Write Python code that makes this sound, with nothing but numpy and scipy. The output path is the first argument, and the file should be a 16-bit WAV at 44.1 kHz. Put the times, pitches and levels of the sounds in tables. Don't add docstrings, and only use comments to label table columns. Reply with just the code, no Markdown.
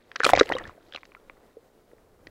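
import sys
import numpy as np
from scipy import signal
from scipy.fft import rfft, irfft
from scipy.io import wavfile

SR = 44100
rng = np.random.default_rng(int(sys.argv[2]) if len(sys.argv) > 2 else 0)


def put_to_file(sound):
    columns = np.atleast_2d(sound).T
    safe = np.clip(columns, -1, 1)
    whole_steps = np.round(safe * 32767)
    wavfile.write(sys.argv[1], SR, whole_steps.astype(np.int16))


N = 101429

# (frequency [Hz], density [dB per Hz])
WASH_SPECTRUM = [(12, -30), (20, -1), (64, -16), (238, -12.5), (439, -7.5), (900, -18.5), (4070, -37.5),
                 (15500, -41)]
WASH_DB, SWELL_DB, SWELL_HZ = -61, 1.74, 12

# (time [s], gurgle level before muffling [dB], fizz level [dB], low push level [dB])
FROTH_LEVELS = [(.1, -68, -74, -77), (.228, -58, -55, -78), (.255, -31, -39, -52), (.318, -40.5, -45, -45),
                (.338, -33.5, -61, -35), (.405, -40.5, -44, -43), (.445, -46, -58, -61),
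                (.535, -38.5, -60.5, -49.5), (.615, -44, -64.5, -49.5), (.695, -52, -61.5, -49),
                (.74, -58, -80.5, -70.5), (.955, -56, -63.5, -66), (1.06, -64, -75.5, -72.5),
                (1.36, -58.5, -79, -69.5), (1.75, -70, -81.5, -78.5), (2.2, -64.5, -88, -63)]
# (frequency [Hz], gain [dB per Hz])
GURGLE_CURVE = [(100, -11.5), (480, 2), (800, -6.5), (1950, -6), (2700, -17.5), (16000, -56)]
FIZZ_CURVE = [(500, -28), (2000, -5), (3800, 0.5), (8000, -15.5), (9500, -35), (16000, -40)]
PUSH_CURVE = [(30, -5.5), (85, -3), (250, -12.5), (16000, -90.5)]
GURGLE_PER_S, FIZZ_PER_S = 2300, 3200
SIZE_SPREAD_DB = 3.7
FROTH_CYCLES = 2.4
DEEP_S, DEEP_HZ = 0.72, 800

# (time [s], level [dB])
SPRAY_LEVELS = [(.24, -88.5), (.262, -45.5), (.318, -51), (.335, -77.5), (.47, -63), (.76, -76)]
# (frequency [Hz], density [dB per Hz])
SPRAY_SPECTRUM = [(1000, -7), (4000, -1.5), (9000, -5.5)]

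# (time [s], level [dB], pitch [Hz], decay [s])
BUBBLE_EVENTS = [(0.1161, -29, 1750, 0.00065), (0.1577, -22.5, 1394, 0.0013), (0.1618, -19, 1730, 0.0011),
                 (0.2016, -22, 447, 0.0038), (0.2038, -9, 1530, 0.00075), (0.2156, -23, 1740, 0.0024),
                 (0.2335, -11.5, 1496, 0.0023), (0.2435, -12.5, 1288, 0.0038), (0.245, -11, 4200, 0.0021),
                 (0.2502, -9.5, 2370, 0.0016), (0.2641, -9.5, 526, 0.0012), (0.2644, -7, 1230, 0.0017),
                 (0.267, -16.5, 3240, 0.002), (0.2923, -4, 1280, 0.0003), (0.299, -11.5, 836, 0.00059),
                 (0.334, 5, 718, 0.0012), (0.3507, -18.5, 530, 0.0014), (0.3515, -14.5, 2208, 0.0016),
                 (0.3748, -8, 705.6, 0.00054), (0.375, -10, 1820, 0.00061), (0.3891, -19, 1150, 0.0063),
                 (0.3966, -14, 2084, 0.0029), (0.3969, -10.5, 3837, 0.0022), (0.4106, 1, 421.2, 0.0031),
                 (0.41, -2, 1520, 0.00064), (0.4291, -26.5, 2000, 0.0026), (0.491, -24, 2060, 0.0011),
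                 (0.5004, -19, 893, 0.0032), (0.4997, -24, 540, 0.0018), (0.5137, -20.5, 373, 0.0024),
                 (0.516, -22.5, 1360, 0.0019), (0.5214, -16, 774, 0.00081), (0.5218, -12.5, 1893, 0.0024),
                 (0.536, -26.5, 3130, 0.0048), (0.5504, -23, 490, 0.008), (0.5524, -31, 3760, 0.0027),
                 (0.5659, -24, 1100, 0.0028), (0.5669, -33, 2890, 0.0035), (0.584, -26, 1910, 0.003),
                 (0.598, -33, 1730, 0.0033), (0.6392, -36, 3450, 0.0016), (0.6533, -32.5, 1737, 0.004),
                 (0.695, -30.5, 1188, 0.00074), (0.7792, -46.5, 633, 0.0045), (0.9493, -31, 3870, 0.0018),
                 (0.95, -31.5, 672, 0.00068), (0.9504, -39.5, 1210, 0.004), (0.9605, -24, 2750, 0.00098),
                 (1.1665, -47.5, 1338, 0.0062), (1.2972, -45, 400.5, 0.0036), (1.5684, -36.5, 441, 0.0084),
                 (1.9324, -41, 430, 0.0023), (2.2685, -40, 356, 0.0025), (2.2704, -35.5, 1910, 0.0024)]
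RISE_CYCLES = 0.74
CHIRP_PER_S = 2.8
SPLAT_DB, SPLAT_S, SPLAT_OCTAVES = -20.5, 0.0014, 0.5

# (time [s], level [dB])
SLAP_EVENTS = [(0.1166, -41.5), (0.16, -23.5), (.199, -32.5), (0.203, -34), (0.2363, -22), (0.2454, -16),
               (0.2498, -11), (0.2656, -19.5), (0.276, -32), (.290, -27), (0.2928, -23.5), (.300, -22),
               (0.3049, -24), (0.335, -20.5), (.352, -28.5), (0.3611, -24), (0.3639, -22), (.376, -31),
               (.383, -26), (0.3889, -29.5), (0.3929, -18), (0.3977, -13), (0.4116, -24), (0.4316, -31),
               (0.458, -38), (0.4917, -34), (0.523, -31), (0.53, -33.5), (0.5841, -34), (0.6753, -45),
               (0.9612, -32.5), (1.0536, -44.5), (2.2702, -42)]
# (frequency [Hz], density [dB per Hz])
CASE_SPECTRUM = [(100, -11.5), (450, -7), (1900, 5), (4200, 1), (5300, -3), (8200, -5), (16000, -16.5)]
# (time [s], upper limit [Hz])
TREBLE_LIMIT = [(.12, 5100), (.24, 8700), (.267, 12600), (.318, 15140), (.336, 7200), (.43, 6670),
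                (.492, 13700), (.524, 6400), (.585, 8300), (.961, 6620), (2.27, 6400)]
SLAP_S, BURST_RISE_S = 0.0019, 0.00015

# (time [s], level [dB], pitch [Hz])
POP_EVENTS = [(0.3178, -27, 711.4), (0.3613, -24, 1000), (0.3833, -19.5, 1140), (0.4714, -33, 1380),
              (0.924, -33, 1580), (0.9368, -33, 1690), (0.9473, -27, 1480), (0.974, -32.5, 1060),
              (.982, -40, 1090), (1.0321, -34, 1045), (1.1193, -42.5, 1147), (1.1493, -33, 1053),
              (1.2974, -31, 1076), (1.915, -51.5, 934), (1.9825, -53, 946)]
# (multiple of the pitch [ratio], level [dB], decay [s])
POP_PARTIALS = [(1, -5.5, .0012), (2.05, 0, .0009), (2.95, -15, .0008)]

CASE_RING_DB, CASE_RING_S = -20, 0.0045
CLIP_LEVEL = 0.65
EDGE_HZ = 15850


def amp(db):
    return 10 ** (np.asarray(db) / 20)


def evened(x):
    return x / np.sqrt(np.mean(x ** 2) + 1e-20)


def add(mix, s, sound):
    part = mix[max(round(s * SR), 0):][:len(sound)]
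    part += sound[:len(part)]


def colour(x, points):
    hz, db = np.transpose(points)
    f = np.fft.rfftfreq(len(x), 1 / SR)
    gain = amp(np.interp(np.log(f + 1), np.log(hz), db))
    return evened(irfft(rfft(x) * gain, len(x)))


def level(table, axis=1):
    rows = np.array(table)
    return amp(np.interp(np.arange(N) / SR, rows[:, 0], rows[:, axis]))


def ring(hz, decay_s, size=2048):
    t = np.arange(size) / SR
    attack = 1 - np.exp(-(t * hz / RISE_CYCLES) ** 2)
    shape = attack * np.exp(-t / decay_s)
    tone = np.sin(2 * np.pi * hz * t * (1 + .5 * CHIRP_PER_S * t))
    return shape / shape.max() * tone


def burst(noise, decay_s):
    t = np.arange(len(noise)) / SR
    shape = (1 - np.exp(-(t / BURST_RISE_S) ** 2)) * np.exp(-t / decay_s)
    return evened(noise * shape) * np.sqrt(np.mean(shape ** 2)) / shape.max()


def wash():
    slow = np.fft.rfftfreq(N, 1 / SR) < SWELL_HZ
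    swell = evened(irfft(rfft(rng.standard_normal(N)) * slow, N))
    stir = colour(rng.standard_normal(N), WASH_SPECTRUM)
    return amp(WASH_DB + SWELL_DB * swell) * stir


def swarm(per_s, curve, low_hz, high_hz, count=30):
    out = np.zeros(N)
    for hz in np.geomspace(low_hz, high_hz, count):
        born = rng.random(N) < per_s / count / SR
        strength = amp(SIZE_SPREAD_DB * np.minimum(rng.exponential(1, N), 4))
        voice = ring(hz, FROTH_CYCLES / hz)
        out += hz * signal.oaconvolve(born * strength, voice)[:N]
    return colour(out, curve)


def muffled(x):
    dull = signal.lfilter(*signal.butter(1, DEEP_HZ, fs=SR), x)
    deep = np.clip((np.arange(N) / SR - DEEP_S) * 20, 0, 1)
    return (1 - deep) * x + deep * dull


def froth():
    gurgle = muffled(swarm(GURGLE_PER_S, GURGLE_CURVE, 250, 3000)) * level(FROTH_LEVELS, axis=1)
    fizz = swarm(FIZZ_PER_S, FIZZ_CURVE, 1800, 15000) * level(FROTH_LEVELS, axis=2)
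    push = colour(rng.standard_normal(N), PUSH_CURVE) * level(FROTH_LEVELS, axis=3)
    return gurgle + fizz + push


def spray():
    return colour(rng.standard_normal(N), SPRAY_SPECTRUM) * level(SPRAY_LEVELS)


def bubbles(size=2048):
    out, f = np.zeros(N), np.fft.rfftfreq(size, 1 / SR)
    for s, db, hz, decay_s in BUBBLE_EVENTS:
        around = np.exp(-.5 * (np.log2((f + 1) / hz) / SPLAT_OCTAVES) ** 2)
        noise = irfft(rfft(rng.standard_normal(size)) * around)
        splat = amp(SPLAT_DB) * burst(noise, SPLAT_S)
        add(out, s, amp(db) * (ring(hz, decay_s) + splat))
    return out


def slaps(size=2048):
    out, f = np.zeros(N), np.fft.rfftfreq(size, 1 / SR)
    for s, db in SLAP_EVENTS:
        top_hz = np.interp(s, *np.transpose(TREBLE_LIMIT))
        noise = colour(rng.standard_normal(size), CASE_SPECTRUM)
        limited = irfft(rfft(noise) / (1 + (f / top_hz) ** 14))
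        add(out, s, amp(db) * burst(limited, SLAP_S))
    return out


def pops():
    out = np.zeros(N)
    for s, db, hz in POP_EVENTS:
        snap = sum(amp(mode_db) * ring(hz * ratio, decay_s) for ratio, mode_db, decay_s in POP_PARTIALS)
        add(out, s, amp(db) * snap)
    return out


def housing(x, size=4096):
    tail = burst(colour(rng.standard_normal(size), GURGLE_CURVE), CASE_RING_S)
    tail = tail / np.linalg.norm(tail)
    return x + amp(CASE_RING_DB) * signal.oaconvolve(x, tail)[:N]


def scene():
    background = wash() + froth() + spray()
    blows = bubbles() + slaps() + pops()
    return (background + housing(blows))[None]


def record(dry):
    clipped = dry / (1 + (dry / CLIP_LEVEL) ** 6) ** (1 / 6)
    low_pass = signal.firwin(511, EDGE_HZ, window=("kaiser", 9), fs=SR)
    return signal.oaconvolve(clipped, low_pass[None], "same")


dry = scene()
out = record(dry)
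put_to_file(out)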